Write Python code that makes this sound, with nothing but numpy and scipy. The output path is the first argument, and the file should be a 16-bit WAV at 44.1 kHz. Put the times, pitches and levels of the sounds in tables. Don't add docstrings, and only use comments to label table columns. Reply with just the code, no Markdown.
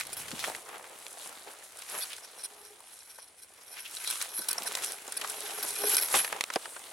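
import sys
import numpy as np
from scipy import signal
from scipy.fft import rfft, irfft, next_fast_len
from scipy.io import wavfile
from scipy.ndimage import uniform_filter1d

SR = 44100
rng = np.random.default_rng(int(sys.argv[2]) if len(sys.argv) > 2 else 0)


def persist_wave(psi):
    counts = np.round(np.clip(psi, -1, 1) * 32767).astype(np.int16)
    wavfile.write(sys.argv[1], SR, np.atleast_2d(counts).T)


N = 305172
TIME = np.arange(N) / SR
TOP_HZ = 16000


def undb(db):
    return 10 ** (np.asarray(db) / 20)


def unit(x):
    return x / np.sqrt(np.mean(x ** 2))


def gains(points, n):
    hz, db = np.transpose(points)
    frequencies = np.fft.rfftfreq(n, 1 / SR) + 1
    return undb(np.interp(np.log(frequencies), np.log(hz), db))


def colour(x, points):
    n = 2 * next_fast_len(x.shape[-1] // 2 + 1)
    cepstrum = irfft(np.log(gains(points, n)), n)
    cepstrum[1:n // 2] *= 2
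    cepstrum[n // 2 + 1:] = 0
    response = np.exp(rfft(cepstrum))
    return irfft(rfft(x, n) * response, n)[..., :x.shape[-1]]


def ring(x, modes):
    n = next_fast_len(x.shape[-1])
    f = np.fft.rfftfreq(n, 1 / SR)
    response = 0
    for hz, width, db in modes:
        response = response + undb(db) * 1j * f * width / (hz ** 2 - f ** 2 + 1j * f * width)
    return irfft(rfft(x, n) * response, n)[..., :x.shape[-1]]


def walk(rate):
    knots = rng.standard_normal(4096)
    return np.interp(TIME * rate, np.arange(len(knots)), knots)


def friction(rate, spread_db, t60, smooth, flutter_db):
    caught = rng.random(N) < rate / SR
    sizes = np.minimum(rng.exponential(size=N), 4)
    slips = caught * undb(spread_db * sizes) ** 2
    decay = np.exp(-2 * np.log(1000) / (t60 * SR))
    power = signal.lfilter([1], [1, -decay], slips)
    power /= uniform_filter1d(power, size=3000) + power.mean() / 10
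    envelope = np.sqrt(np.abs(power) + smooth ** 2) * undb(flutter_db * walk(35))
    return envelope * rng.standard_normal((2, N))


def patchy(x, depth_db=2.5, change_hz=24):
    n = next_fast_len(N)
    spectrum = rfft(x, n)
    half_octaves = 2 * np.log2(np.fft.rfftfreq(n, 1 / SR) + 1)
    out = 0
    for k in range(12, 29):
        band = np.clip(1 - np.abs(half_octaves - k), 0, 1)
        out = out + irfft(spectrum * band, n)[:, :N] * undb(depth_db * walk(change_hz))
    return out


def swells(events, share, shape):
    t = TIME[::40]
    power = 0
    for s, length, db in events:
        away = np.abs(t - s) / (length * np.where(t < s, share, 1 - share))
        power = power + undb(db) ** 2 * np.exp(-2 * away ** shape)
    return np.interp(TIME, t, np.sqrt(power))


def burst(t60, rise, size=12000):
    t = np.arange(size) / SR
    envelope = (1 - np.exp(-t / rise)) * np.exp(-np.log(1000) * t / t60)
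    return rng.standard_normal((2, size)) * envelope


def add(out, sound, s, db):
    start = max(int(s * SR), 0)
    peak = np.sort(np.abs(sound).ravel())[-8:].mean()
    out[:, start:start + sound.shape[1]] += (sound * undb(db) / peak)[:, :N - start]


# (frequency [Hz], gain [dB])
SWISH_COLOUR = [(1500,-34),(4000,-11),(6500,-6),(8500,-2.5),(10200,0.5),(11500,-3.5),(13000,-15),(16000,-35)]
RASP_COLOUR = [(500,-19),(1200,6),(2000,5),(3600,5.5),(5000,1),(7500,0),(14000,-9.5)]
CRUSH_COLOUR = [(25,-36),(120,-18),(250,-10),(430,0),(800,2.5),(1400,-5.5),(2300,-8),(6000,-26.5)]
# (time [s], rustle level before layer offsets [dB])
PACE = [(0,-54.5),(.3,-50.5),(.65,-57.5),(1.45,-55.5),(1.7,-59.5),(2.25,-58.5),(2.8,-63),(3.4,-70.5),(3.62,-62.5),(4.0,-58),(4.3,-54.5),(4.47,-50),(4.66,-46),(4.9,-47),(5.0,-55),(5.3,-47),(5.7,-47.5),(6.25,-45.5),(6.47,-55),(6.91,-54.5)]
# (time at the fullest [s], length [s], blade level [dB], stalk level [dB])
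TUFTS = [(.005,0.035,-40,-33),(0.2,0.044,-39.5,-46),(0.463,0.13,-38,-40.5),(1.09,0.21,-48.5,-63),(1.243,0.16,-46,-52),(1.639,0.024,-46.5,-92),(1.956,0.23,-41,-42.5),(2.964,0.25,-55.5,-62.5),(3.938,0.081,-42,-50),(4.087,0.17,-38.5,-39.5),(4.221,0.056,-37,-37.5),(4.841,0.03,-31.5,-38.5),(5.689,0.089,-36,-43.5),(5.924,0.097,-32.5,-35.5),(6.159,0.058,-26.5,-25),(6.538,0.023,-43,-35)]
# (time at the fullest [s], length [s], level [dB])
TREADS = [(.49,0.11,-40),(.76,0.27,-47.5),(1.26,0.11,-47.5),(1.95,0.055,-39.5),(5.65,0.11,-43.5),(6.16,0.048,-31),(6.34,0.085,-40.5)]
SWISH_DB, RASP_DB, CRUSH_DB = 1.5, 1.5, -1.5
STROLL_DB, CRUSH_SLOPE = -49.5, 0.8
SWELL_SHARE, SWELL_SHAPE = 0.48, 1


def rustle():
    swish = colour(friction(rate=360, spread_db=7.5, t60=0.015, smooth=1.0, flutter_db=2.0), SWISH_COLOUR)
    rasp = colour(friction(rate=130, spread_db=1.8, t60=0.02, smooth=1.0, flutter_db=1.5), RASP_COLOUR)
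    crush = colour(friction(rate=110, spread_db=1.8, t60=0.02, smooth=1.0, flutter_db=1.2), CRUSH_COLOUR)
    pace_db = np.interp(TIME, *np.transpose(PACE))
    weight_db = STROLL_DB + CRUSH_SLOPE * (pace_db - STROLL_DB)
    blades = swells([(s, length, db) for s, length, db, _ in TUFTS], SWELL_SHARE, SWELL_SHAPE)
    stalks = swells([(s, length, db) for s, length, _, db in TUFTS], SWELL_SHARE, SWELL_SHAPE)
    treads = swells(TREADS, SWELL_SHARE, SWELL_SHAPE)
    return (unit(swish) * np.hypot(undb(pace_db + SWISH_DB), blades)
            + unit(patchy(rasp)) * np.hypot(undb(pace_db + RASP_DB), stalks)
            + unit(patchy(crush)) * np.hypot(undb(weight_db + CRUSH_DB), treads))


# (time at the fullest [s], peak level [dB], length [s], pitch [Hz])
BRUSHES = [(0.403,-28.5,.03,4000),(2.128,-32.5,0.045,2810),(3.782,-31,0.035,2300),(3.862,-33,0.023,2740)]


def brushes(width=0.46):
    out = np.zeros((2, N))
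    for s, db, length, hz in BRUSHES:
        grain = np.repeat(rng.exponential(size=300), 40) ** .5
        t = (np.arange(len(grain)) - len(grain) / 2) / SR
        rub = rng.standard_normal((2, len(t))) * grain * np.exp(-2 * np.abs(t) / length)
        add(out, ring(rub, [(hz, hz * width, 0)]), s + t[0], db)
    return out


# (time at the fullest [s], length [s], level [dB])
LIFT = (6.71,0.26,-48.5)
TIPS_HZ, TIPS_WIDTH_HZ = 9000, 2500


def lift():
    tips = [(TIPS_HZ, TIPS_WIDTH_HZ, 0)]
    hiss = ring(ring(rng.standard_normal((2, N)), tips), tips)
    return unit(hiss) * swells([LIFT], SWELL_SHARE, 1.9)


def below_edge(x, edge_hz=12300):
    return signal.sosfilt(signal.butter(4, edge_hz, fs=SR, output="sos"), x)


# (frequency [Hz], width [Hz], level before the touch varies it [dB])
CASING_MODES = [(990,50,-10),(1530,60,-2),(2450,110,-7),(3290,60,-10),(3500,80,-10),(4050,65,0),(4490,65,-4),(5190,130,-2.5),(5630,200,-3),(8330,200,-4),(9570,100,3),(9935,100,1),(10450,250,0),(11170,130,3)]


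def casing(x):
    touched = [(hz, width, db + rng.standard_normal()) for hz, width, db in CASING_MODES]
    return below_edge(ring(x, touched))


# (time [s], peak level [dB], stem pitch [Hz], decay by 60 dB [s])
TAPS = [(0.129,-24,9300,0.051),(0.167,-28.5,10900,0.19),(1.787,-31,9500,0.049),(2.07,-35,7000,.012),(2.131,-29,3400,0.014),(2.181,-35,1910,0.01),(2.804,-40,9550,.01),(3.419,-41,9200,0.18),(3.911,-33,11000,0.011),(3.968,-27,4000,0.04),(4.046,-30,9400,0.012),(4.075,-19.5,4100,0.0086),(4.101,-17.5,9100,0.012),(4.109,-18,10400,.008),(4.212,-24,6100,0.043),(4.224,-18,9000,0.0089),(4.485,-14.5,9900,0.04),(4.53,-18,10700,0.0064),(4.633,-27,11100,.02),(5.078,-30.5,7040,0.02),(5.122,-22.5,8800,0.0097),(5.297,-22.5,8850,0.034),(5.627,-22,11400,0.068),(5.946,-16,5560,0.0074),(5.968,-8.5,10000,0.0088),(5.981,-15,2250,0.035),(6.022,-19,10900,0.1),(6.558,-21,4840,0.011)]
# (frequency [Hz], width [Hz], relative level [dB])
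GRILLE_MODES = [(11145,45,0),(11320,70,-6)]
# (frequency [Hz], gain [dB])
CRACK_COLOUR = [(25,-31),(100,-35.5),(400,-16.5),(1200,-15),(4000,-20),(10000,-17),(16000,-27)]


def taps(stem_db=1, grille_db=6, crack_db=-12, stem_width=0.14):
    out = np.zeros((2, N))
    for s, db, hz, t60 in TAPS:
        hit = burst(t60, rise=.0003)
        stem = ring(hit, [(hz, hz * stem_width, stem_db)])
        camera = casing(hit) + undb(grille_db) * ring(hit, GRILLE_MODES)
        crack = undb(crack_db) * colour(hit, CRACK_COLOUR)
        add(out, camera + stem + crack, s, db)
    return out


# (time of letting go [s], peak level [dB], length [s], squeak pitch [Hz], squeak over scrape [dB])
DRAGS = [(0.071,-27.5,0.0042,10400,0),(2.036,-31,0.029,3480,0),(2.044,-26,0.045,4470,-2.5),(2.256,-38.5,0.034,5470,-6),(2.46,-23.5,0.029,9630,2.5),(4.095,-25.5,0.044,4000,2.5),(4.516,-13,.009,10570,1.5),(4.585,-22,0.0057,5420,5),(4.68,-21,0.023,1780,-12),(5.178,-20.5,0.012,10400,-2)]


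def drags(squeak_width_hz=170, glide=0.057, crack_db=-5):
    out = np.zeros((2, N))
    t = np.arange(SR // 6) / SR
    low = signal.butter(2, squeak_width_hz, fs=SR, output="sos")
    for s, db, length, hz, squeak_db in DRAGS:
        bend = t / length
        force = np.sqrt(bend) / (1 + bend ** 20)
        rub = rng.standard_normal((2, len(t))) * force
        unsteady = signal.sosfilt(low, rng.standard_normal((2, len(t))))
        pitch = hz * (1 + glide * (bend - .5))
        squeak = force * unsteady * np.sin(2 * np.pi * np.cumsum(pitch) / SR)
        scrape = casing(rub) + undb(crack_db) * colour(rub, CRACK_COLOUR)
        add(out, unit(scrape) + undb(squeak_db) * unit(squeak), s - length, db)
    return out


# (time at the hardest [s], length [s], level [dB])
SLIDES = [(2.03,0.31,-58),(2.41,0.046,-47.5),(2.66,0.11,-52.5),(2.96,0.15,-55),(3.17,0.26,-51.5),(3.43,0.07,-55),(3.79,0.23,-47.5),(4.14,0.19,-41),(4.41,0.2,-41.5),(4.88,0.24,-43.5),(5.6,0.58,-46),(5.94,0.35,-33),(6.22,0.064,-37)]
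# (time at the fullest [s], length [s], level [dB])
REST = (2.7, 1.8, -63)
# (frequency [Hz], width [Hz], level [dB])
REST_MODE = (9570, 90, 0)
PRESS_SHARE, PRESS_SHAPE = .68, 1.5


def slide():
    pulses = undb(4.5 * np.sin(2 * np.pi * (23 * TIME + .5 * walk(12))))
    rub = friction(rate=500, spread_db=2.5, t60=.003, smooth=0.5, flutter_db=2)
    sliding = unit(patchy(casing(rub * pulses))) * swells(SLIDES, PRESS_SHARE, PRESS_SHAPE)
    resting = unit(ring(rub, [REST_MODE])) * swells([REST], 0.42, 1.8)
    return sliding + resting


# (frequency [Hz], width [Hz], relative level [dB])
BODY_MODES = [(419,16,0),(806,40,-9),(1200,60,-19),(1560,60,-17)]
# (time at the hardest [s], length [s], body hum [dB], grille ring [dB])
LEANS = [(0.74,0.084,-54,-62),(2.007,0.1,-80,-37),(2.678,0.29,-58.5,-61),(4.4,0.091,-60,-37),(4.887,0.64,-59.5,-55),(5.616,0.45,-48,-44),(5.848,0.061,-37,-40),(5.94,0.15,-40.5,-27.5),(6.03,0.063,-52,-28),(6.193,0.19,-70,-30)]


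def body(waver_db=1.5, slide_db=-9):
    on_body = swells([(s, length, db) for s, length, db, _ in LEANS], PRESS_SHARE, PRESS_SHAPE)
    on_grille = swells([(s, length, db) for s, length, _, db in LEANS], PRESS_SHARE, PRESS_SHAPE)
    rub = friction(rate=260, spread_db=2.2, t60=.006, smooth=.35, flutter_db=1.5)
    hum = unit(ring(rub, BODY_MODES)) * on_body * undb(waver_db * walk(20))
    on_grille = np.hypot(on_grille, undb(slide_db) * swells(SLIDES, PRESS_SHARE, PRESS_SHAPE))
    return hum + unit(ring(rub, GRILLE_MODES)) * on_grille


# (time [s], peak level [dB], pitch [Hz], decay by 60 dB [s])
SNAPS = [(.282,-29.5,3070,0.054),(0.315,-27.5,3830,0.055),(0.393,-23.5,3730,0.01),(0.441,-19,1670,0.014),(.445,-23,1980,0.03),(.477,-26,7000,.004),(0.549,-25,2300,0.026),(0.691,-36.5,780,0.041),(0.749,-36,770,0.035),(.768,-37,680,0.022),(.843,-34.5,1900,.008),(1.066,-28.5,3020,0.0095),(1.472,-36.5,553,0.18),(1.821,-31,3350,0.026),(3.186,-39,890,0.05),(4.582,-27.5,990,0.058),(4.622,-25.5,3190,0.0085),(4.713,-28.5,1750,0.0072),(4.721,-26,3400,0.006),(4.752,-16,4540,0.017),(4.773,-26,1590,.015),(4.921,-22,8400,0.01),(5.079,-35,690,0.11),(5.213,-23.5,2750,0.055),(5.245,-24.5,1290,0.044),(5.838,-23,490,0.068),(6.141,-12.5,1070,0.063),(6.246,-19.5,2210,0.041),(6.278,-27.5,2000,0.017),(6.327,-18,1100,0.033),(6.362,-25.5,870,0.047),(6.409,-13.5,2540,0.019),(6.439,-18,2930,0.011),(6.502,-22,1370,0.026),(6.538,-23.5,5000,0.012),(6.559,-16.5,660,0.044),(6.656,-27,1320,0.03),(6.764,-31.5,1210,0.053)]


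def snaps(body_db=8, body_width=0.77, crack_share=0.46, edge_ratio=4.9, click=3):
    out = np.zeros((2, N))
    for s, db, hz, t60 in SNAPS:
        sprays = [burst(decay, rise=.0003) for decay in (t60 * crack_share, t60)]
        clicked = [spray + click * signal.unit_impulse(spray.shape) for spray in sprays]
        crack, fibres = [colour(spray, CRACK_COLOUR) for spray in clicked]
        stalk = ring(fibres, [(hz, hz * body_width, body_db)])
        dull = signal.butter(2, min(hz * edge_ratio, TOP_HZ), fs=SR, output="sos")
        add(out, signal.sosfilt(dull, crack + stalk), s, db)
    return out


# (time [s], peak level [dB], pitch [Hz], decay by 60 dB [s])
STEPS = [(0.322,-33,203,0.1),(4.383,-43,280,0.11),(4.604,-46,236,0.046),(6.15,-36.5,353,0.16),(6.56,-26,430,0.023)]


def steps(width=0.76):
    out = np.zeros((2, N))
    for s, db, hz, t60 in STEPS:
        turf = [(hz, hz * width, 0)]
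        add(out, ring(ring(burst(t60, rise=0.0089), turf), turf), s, db)
    return out


# (frequency [Hz], gain [dB])
AIR_COLOUR = [(25,-42),(50,-3.5),(85,4),(130,-5),(250,-2),(450,2.5),(900,-16),(2000,1.5),(6000,-9),(10000,4.5),(16000,-81)]


def air(hush_db=-64, rumble_db=-58, settle_s=0.44):
    hush = unit(colour(rng.standard_normal((2, N)), AIR_COLOUR)) * undb(hush_db + 0.2 * walk(0.79))
    low_colour = [(25, -11), (90, 5.0), (200, 0), (500, -7), (2000, -29)]
    rumble = unit(colour(rng.standard_normal((2, N)), low_colour))
    swing = np.interp(TIME, [0, settle_s - .1, settle_s + 0.17], [.4, 1, 0])
    return hush + rumble * swing * undb(rumble_db)


# (frequency [Hz], gain of the side signal [dB])
PORT_WIDTH = [(50,-17),(250,-11),(600,-9.5),(2000,-4),(4500,-6.5),(8000,-7),(11500,-17.5)]


def scene():
    grass = rustle() + brushes() + lift()
    touches = slide() + body() + taps() + drags()
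    mid, side = grass + touches + snaps() + steps() + air()
    side = colour(side, PORT_WIDTH)
    return np.array([mid + side, mid - side])


def record(dry):
    return signal.sosfilt(signal.ellip(10, .2, 80, TOP_HZ, fs=SR, output="sos"), dry)


dry = scene()
out = record(dry)
persist_wave(out)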